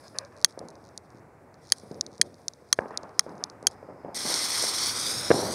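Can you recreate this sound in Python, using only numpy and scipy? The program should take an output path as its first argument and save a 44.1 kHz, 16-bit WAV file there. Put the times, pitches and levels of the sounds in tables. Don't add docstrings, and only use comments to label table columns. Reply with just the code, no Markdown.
import sys
import numpy as np
from scipy import signal
from scipy.fft import rfft, irfft, next_fast_len
from scipy.io import wavfile
from scipy.ndimage import uniform_filter1d, map_coordinates

SR = 44100
rng = np.random.default_rng(int(sys.argv[2]) if len(sys.argv) > 2 else 0)


def voltage_ratio(decibels):
    exponent = np.asarray(decibels, float) / 20
    return 10 ** exponent


def materialize(psi):
    bounded = np.clip(np.atleast_2d(psi).T, -1, 1)
    quanta = np.round(bounded * 32767).astype(np.int16)
    wavfile.write(sys.argv[1], SR, quanta)


N = 244622

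# t/s, peak level/dB, top band/dB, low band/dB, rebound/dB
STRIKES = [
    (0.4452, 3.5, -3, -9.5, -2.5),
    (1.7209, 0.5, 0, -5, -4),
    (2.2136, 1, -1, -3.5, -3),
    (2.7273, 0, -2, -4, -5.5),
    (3.193, 1.5, -4.5, -6.5, -6),
    (3.669, 0, -4.5, -9.5, -1),
]
# t/s, hiss level/dB
FUSE_BURN = [(4.145, -38.5), (4.178, -34.5), (4.33, -27.5), (4.37, -29), (4.78, -29.5), (4.89, -28.5),
             (4.935, -33.5), (4.96, -29.5), (5.55, -36.5)]
# f/Hz, density/dB per Hz
JET_SPECTRUM = [(1180, -37.5), (2000, -7.5), (2400, -13), (2800, -26), (3390, -7.5), (3800, -6.5),
                (4400, -5.5), (4760, -2.5), (5510, -1), (6900, -10.5), (7460, -17.5), (8350, -6),
                (8800, -6), (12000, -19.5), (15800, -33.5)]
VALVE_S = 0.016


def in_time(rows, off=None):
    s, *columns = np.transpose(rows)
    return [np.interp(np.arange(N) / SR, s, c, left=off, right=off) for c in columns]


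def rms_one(x):
    return x / np.sqrt(np.mean(x ** 2) + 1e-20)


def drift(rate):
    r = np.exp(-64 * np.pi * rate / SR)
    chance = rng.standard_normal(N // 32 + 1002)
    slow = signal.lfilter([1], [1, -2 * r, r * r], chance)[1000:]
    return np.interp(np.arange(N) / 32, np.arange(len(slow)), rms_one(slow))


def coloured(spectrum, patchy_db, shared_db, rate):
    size = next_fast_len(N)
    hz, db = np.transpose(spectrum)
    octave = np.log2(np.fft.rfftfreq(size, 1 / SR) + 1)
    shape = rfft(rng.standard_normal(size)) * voltage_ratio(np.interp(octave, np.log2(hz), db))
    out = 0
    for centre in range(int(np.log2(hz[0])), int(np.log2(hz[-1])) + 2):
        weight = np.clip(1 - abs(octave - centre), 0, 1)
        out = out + irfft(shape * weight, size)[:N] * voltage_ratio(patchy_db * drift(rate))
    return rms_one(out * voltage_ratio(shared_db * (drift(rate) + drift(4 * rate))))


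def ring(force, hz, t60):
    r, w = voltage_ratio(-60 / (t60 * SR)), 2 * np.pi * hz / SR
    return signal.lfilter([.5, 0, -.5], [1, -2 * r * np.cos(w), r * r], force + 1e-18)


def band(x, low_hz, high_hz, order):
    return signal.sosfilt(signal.butter(order, [low_hz, high_hz], "band", fs=SR, output="sos"), x)


def low_pass(x, hz, order):
    return signal.sosfilt(signal.butter(order, hz, fs=SR, output="sos"), x)


def add(out, s, sound, peak_db):
    at = round(s * SR)
    out[at:at + len(sound)] += (voltage_ratio(peak_db) * sound / abs(sound).max())[:N - at]


def night():
    # f/Hz, density/dB per Hz
    hum_spectrum = [(20, -46), (40, -25), (100, -6), (200, -12), (500, -11), (800, -14), (1600, -23),
                    (2300, -28.5), (3100, -47.5), (4500, -44.5), (9000, -44.5), (15500, -54)]
    # t/s, level/dB
    town_level = [(0, -53), (2.0, -54.5), (2.5, -58.5), (3.2, -53.5), (4.2, -51.5), (5.55, -40)]
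    mic_db, town_top_hz = -53, 3020
    noise = coloured(hum_spectrum, patchy_db=.9, shared_db=.3, rate=8)
    hz = np.fft.rfftfreq(N, 1 / SR)
    town = irfft(rfft(noise) / (1 + (hz / town_top_hz) ** 8), N)
    return voltage_ratio(in_time(town_level)[0]) * town + voltage_ratio(mic_db) * (noise - town)


def whisper():
    # opens t/s, shuts t/s, lower whisper/dB, upper whisper/dB
    openings = [
        (-.1, 0.21, -69, -70.5),
        (1.726, 2.01, -77.5, -73),
        (2.21, 2.474, -86, -79.5),
        (2.66, 2.967, -81, -80.5),
        (3.14, 3.462, -75.5, -79.5),
        (3.67, 3.718, -72, -80.5),
    ]
    # f/Hz, density/dB per Hz
    whisper_spectra = [
        [(3000, -31), (3700, -14), (4600, -10), (5100, 0.5), (5600, -20), (6300, -15.5), (7500, -22.5)],
        [(7000, -22.5), (8300, -9.5), (9400, -6.5), (10100, -0.5), (10900, -7), (11700, -13), (15500, -23)],
    ]
    surge_db, surge_t60_s = 4.5, 1
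    t = np.arange(N) / SR
    lower, upper = 0, 0
    for opens, shuts, lower_db, upper_db in openings:
        flow = np.interp(t, [opens, opens + VALVE_S, shuts, shuts + VALVE_S], [0, 1, 1, 0])
        surge = 1 + voltage_ratio(surge_db - 60 * abs(t - opens) / surge_t60_s)
        lower = lower + voltage_ratio(lower_db) * flow * surge
        upper = upper + voltage_ratio(upper_db) * flow
    out = lower * coloured(whisper_spectra[0], patchy_db=0.8, shared_db=3.0, rate=25)
    return out + upper * coloured(whisper_spectra[1], patchy_db=3.0, shared_db=1.45, rate=28)


def rush():
    # t/s, level/dB
    hand_rub = [(0, -65), (.3, -71.5), (.5, -76.5), (.8, -73), (1.19, -77), (1.22, -92), (1.56, -84),
                (1.66, -62), (1.8, -65), (2.1, -72), (3.4, -74.5), (3.78, -83), (4.14, -92)]
    lag_s, rise_s, t60_s = .038, 0.026, 0.21
    puffs = np.zeros(N)
    puffs[[round((row[0] + lag_s) * SR) for row in STRIKES]] = voltage_ratio(-58)
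    decay = signal.lfilter([1], [1, -voltage_ratio(-60 / (t60_s * SR))], puffs)
    puffs = uniform_filter1d(decay, round(rise_s * SR) + 1)
    level = np.hypot(puffs, voltage_ratio(in_time(hand_rub, off=-120)[0]))
    return level * coloured(JET_SPECTRUM, patchy_db=1.5, shared_db=1.2, rate=30)


def dog():
    # t/s, length/s, f/Hz, level/dB
    yelps = [
        (0.028, 0.065, 592, -55.5),
        (0.147, 0.14, 607, -46.5),
        (.32, 0.13, 609, -56),
    ]
    attack_s, hold, fade_db, sag_hz_per_s = .02, .5, 13, 330
    out = 0
    for s, length, start_hz, db in yelps:
        end = s + length
        hz, = in_time([(s, start_hz), (end, start_hz - sag_hz_per_s * length)])
        level, = in_time([(s, db + 0.5), (s + attack_s, db), (s + hold * length, db), (end, db - fade_db)],
                         off=-120)
        phase = 2 * np.pi * np.cumsum(hz) / SR
        for ratio, share, blur in ((1, 1, 70), (1.85, .5, 160), (2.85, .4, 140), (4.1, .15, 200)):
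            tone = drift(blur) * np.sin(ratio * phase) + drift(blur) * np.cos(ratio * phase)
            out = out + voltage_ratio(level) * share * tone
    return out


def knock(modes, bands_db, rattle, rattle_s):
    # low f/Hz, high f/Hz
    housing_bands = [(1100, 2450), (3750, 6900), (7100, 10900), (11400, 13800)]
    t = np.arange(2500) / SR
    force = (t == 0) + rattle * rng.standard_normal(len(t)) * np.exp(-t / rattle_s)
    passed = sum(voltage_ratio(db) * band(force, low, high, order=5) for (low, high), db in zip(housing_bands, bands_db))
    rings = sum(voltage_ratio(db) * ring(force, hz, t60) for hz, db, t60 in modes)
    return passed + .3 * rings


def trigger(out):
    # t/s, peak level/dB, top band/dB
    creaks = [(.0807, -35, -17), (0.2493, -36, -15), (0.5082, -41, -1), (.524, -44, -11), (0.6854, -31, -3),
              (.703, -40, -3), (0.7542, -42.5, -12), (.325, -54, -10), (2.383, -52, -14),
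              (1.1034, -46.5, -8.5), (1.542, -43.5, -14), (1.7832, -34, -1), (1.7988, -39.5, -3),
              (1.915, -38.5, -16.5), (1.944, -39.5, -20), (2.3427, -40, -14), (2.417, -51, -15.5),
              (2.689, -48, -5.5), (2.704, -50.5, -0.5), (2.807, -46, -5), (2.8827, -45.5, -5),
              (2.8884, -51, -7), (2.908, -47, -15), (3.0927, -47, -9), (3.2934, -44, -16),
              (3.3534, -51, -17), (3.38, -43.5, -15), (3.627, -38.5, 1), (3.712, -38.5, 1),
              (3.7306, -48, -15)]
    # t/s, peak level/dB, f/Hz, top band/dB
    releases = [(0.186, -8.5, 4500, -7.5), (0.5911, -27, 5200, -5), (0.9764, -20, 6040, -5),
                (1.7008, -30.5, 5030, -4), (2.0102, -6.5, 5370, -10), (2.0643, -27, 5200, -14.5),
                (2.18, -36, 5020, -3), (2.4819, -9, 4350, -9.5), (2.5354, -35.5, 5320, -13),
                (2.974, -10, 5700, -7.5), (3.032, -36, 3890, -15), (3.4387, -9.5, 5500, -11),
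                (3.499, -31, 5360, -12)]
    # first t/s, last t/s, first level/dB, last level/dB, top band/dB
    squeezes = [
        (0.366, 0.423, -47, -39.5, -5),
        (0.842, 0.89, -46, -47.5, -13),
        (1.146, 1.193, -55, -56, -15),
        (1.6415, 1.692, -46.5, -42, -13),
        (2.118, 2.174, -45.5, -50, -12),
    ]
    # t/s, peak level/dB, f/Hz, top band/dB
    grain = [
        (4.3408, -8, 5600, -14),
    ]
    gap_s, jitter_s, spread_db = .0098, .0009, 2.5
    slips = []
    for first, last, first_db, last_db, top_db in squeezes:
        count = round((last - first) / gap_s) + 1
        for s, db in np.linspace((first, first_db), (last, last_db), count):
            s = s + jitter_s * rng.standard_normal()
            slips.append((s, db + spread_db * rng.standard_normal(), top_db))
    stutters = [(s + .0084 * rng.uniform(.6, 1.5), db - 10 * rng.uniform(.6, 2.4), top_db)
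                for s, db, top_db in creaks]
    small = [(s, db, rng.uniform(4020, 5800), top_db) for s, db, top_db in creaks + slips + stutters]
    for s, db, hz, top_db in releases + grain + small:
        click = knock([(hz, -18, .004)], (-19, 0, top_db - 3.0, -38), 0.097, 0.0014)
        add(out, s + 0.00027, click, db)


def hammer(out):
    # f/Hz, level/dB, t60/s
    modes = [(190, -47, .035), (1350, -31, .008), (1850, -29, .007), (3280, -23, .018), (4550, -9, .006),
             (5750, -17, .006), (6400, -24, .025), (9620, -28, .02)]
    for s, db, top_db, low_db, rebound_db in STRIKES:
        for lag_s, part_db, mode_db in ((.0004, 0.14, 6), (.0015, rebound_db - 3, -13), (.0143, -35, -2)):
            bands_db = (low_db, mode_db, top_db - 1.5, top_db - 22.5)
            blow = knock(np.add(modes, [0, mode_db, 0]), bands_db, 0.28, 0.00088)
            add(out, s + lag_s, blow, db + part_db)


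def lighter():
    out = np.zeros(N)
    trigger(out)
    hammer(out)
    out = low_pass(out, 14000, order=4)
    return signal.lfilter(*signal.iirnotch(2780, 6, fs=SR), out)


def fireworks():
    # t/s, peak level/dB, f/Hz, roll-back/dB
    far_bangs = [(.575, -27, 554, -11), (.604, -28.5, 394, -7), (.614, -26, 580, -14.5),
                 (1.146, -35, 303, -10), (1.834, -32.5, 363, -10.5), (1.911, -23.5, 343, -12.5),
                 (2.075, -35, 466, -11.5), (2.196, -28.5, 340, -8), (2.621, -40, 399, -11),
                 (2.907, -25.5, 886, -10), (3.034, -28, 641, -7.5), (3.264, -24.5, 530, -9),
                 (3.399, -43.5, 758, 7), (3.627, -28.5, 533, -9), (3.828, -29.5, 565, -12.5),
                 (3.887, -29.5, 463, -6.5), (4.047, -22, 497, -8), (4.091, -29.5, 510, -12.5),
                 (4.246, -37, 524, 9.5), (4.628, -29, 480, -11), (5.42, -17.5, 480, -8.5)]
    # t/s, peak level/dB, f/Hz, roll-back/dB, crack/dB
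    near_shots = [
        (2.7883, -8, 630, -20, -6.5),
        (2.857, -25.5, 640, -16, -14),
        (4.638, -18, 640, -21, -10.5),
        (5.3038, -2, 422, -20, -13.5),
        (5.3079, -17.5, 680, -10, -3),
        (5.3098, -4.5, 365, -14, -28),
        (5.3129, -1.5, 566, -20.5, -10),
        (5.3169, -13, 436, -32, -8),
    ]
    far_crack_db, far_t60_s, near_t60_s = -22.5, 1.5, 1.55
    thump_db, thump_hz = -21.5, 140
    out, t = np.zeros(N), np.arange(SR) / SR
    click = signal.unit_impulse(4000) + 0.39 * signal.unit_impulse(4000, round(.0018 * SR))
    thump = band(click, 0.57 * thump_hz, 1.87 * thump_hz, order=2)
    shots = [(*row, far_crack_db, far_t60_s) for row in far_bangs] + [(*row, near_t60_s) for row in near_shots]
    for s, db, hz, roll_db, crack_db, t60 in shots:
        add(out, s, -band(click, .5 * hz, 1.325 * hz, order=3), db - 3.5)
        add(out, s, thump, db + thump_db)
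        add(out, s + 0.45 / hz, band(click, 2.03 * hz, 1900, order=2), db + crack_db)
        lumps = voltage_ratio(2.5 * rng.standard_normal(300).repeat(147))
        echoes = rng.standard_normal(SR) * lumps
        fade = -60 * t / t60 - 6.5 * (1 - np.exp(-t / 0.15))
        echoes = echoes * voltage_ratio(fade)
        roll = band(echoes, 0.3 * hz, 1.75 * hz, order=3)
        roll = roll + voltage_ratio(.5 * crack_db - 26.5) * band(echoes, 1000, 3000, order=1)
        add(out, s, roll * (1 - np.exp(-t / 0.0026)), db + roll_db)
    return low_pass(out, 3700, order=6)


def flame():
    lit_s = 3.72
    lit, = in_time([(lit_s, 0), (lit_s + VALVE_S, 1), (FUSE_BURN[0][0], 1)], off=0)
    whistle = rms_one(ring(rng.standard_normal(N), 5060, 0.0074))
    return voltage_ratio(-76 + 1.5 * drift(15.6)) * lit * whistle


def fuse():
    # f/Hz, density/dB per Hz
    roar_spectrum = [(100, -30.5), (300, 1), (700, 1.5), (1500, 3), (2100, -8.5), (2500, -7), (2900, -7.5),
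                     (4000, -1)]
    # t/s, distance/m, slab echo share 0-1
    retreat = [(4.15, 1.0, .16), (4.76, 1.0, .2), (5.34, 1.29, .42), (5.55, 1.5, .38)]
    roar_db, roar_build_s = -9.5, 0.021
    slab_ms_at_1_m, ground_ms_at_1_m, ground_share = .94, .70, .7
    burn = voltage_ratio(in_time(FUSE_BURN, off=-120)[0])
    since_catch = np.maximum(np.arange(N) / SR - FUSE_BURN[0][0], 0)
    built = 1 - np.exp(-since_catch / roar_build_s)
    jet = burn * coloured(JET_SPECTRUM, patchy_db=1.44, shared_db=1.06, rate=23)
    roar = coloured(roar_spectrum, patchy_db=0.0, shared_db=1.0, rate=36)
    jet = jet + burn * built * voltage_ratio(roar_db) * roar
    metres, slab = in_time(retreat)
    ground = ground_share * slab
    slab_echo, ground_echo = [map_coordinates(jet, [np.arange(N) - ms / metres * SR / 1000], order=3)
                              for ms in (slab_ms_at_1_m, ground_ms_at_1_m)]
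    return (jet + slab * slab_echo + ground * ground_echo) / np.sqrt(1 + slab ** 2 + ground ** 2)


def scene():
    return (night() + whisper() + rush() + dog() + lighter() + fireworks() + flame() + fuse())[None]


def top_cut(x):
    return signal.sosfilt(signal.butter(12, 16650, fs=SR, output="sos"), x)


def record(dry):
    clip_top = .86
    mix = signal.sosfilt(signal.butter(2, 45, "high", fs=SR, output="sos"), dry)
    mix = np.clip(mix, -clip_top, clip_top)
    mix = signal.sosfilt(signal.cheby2(20, 60, 16100, fs=SR, output="sos"), mix)
    return top_cut(mix)


dry = scene()
out = record(dry)
materialize(out)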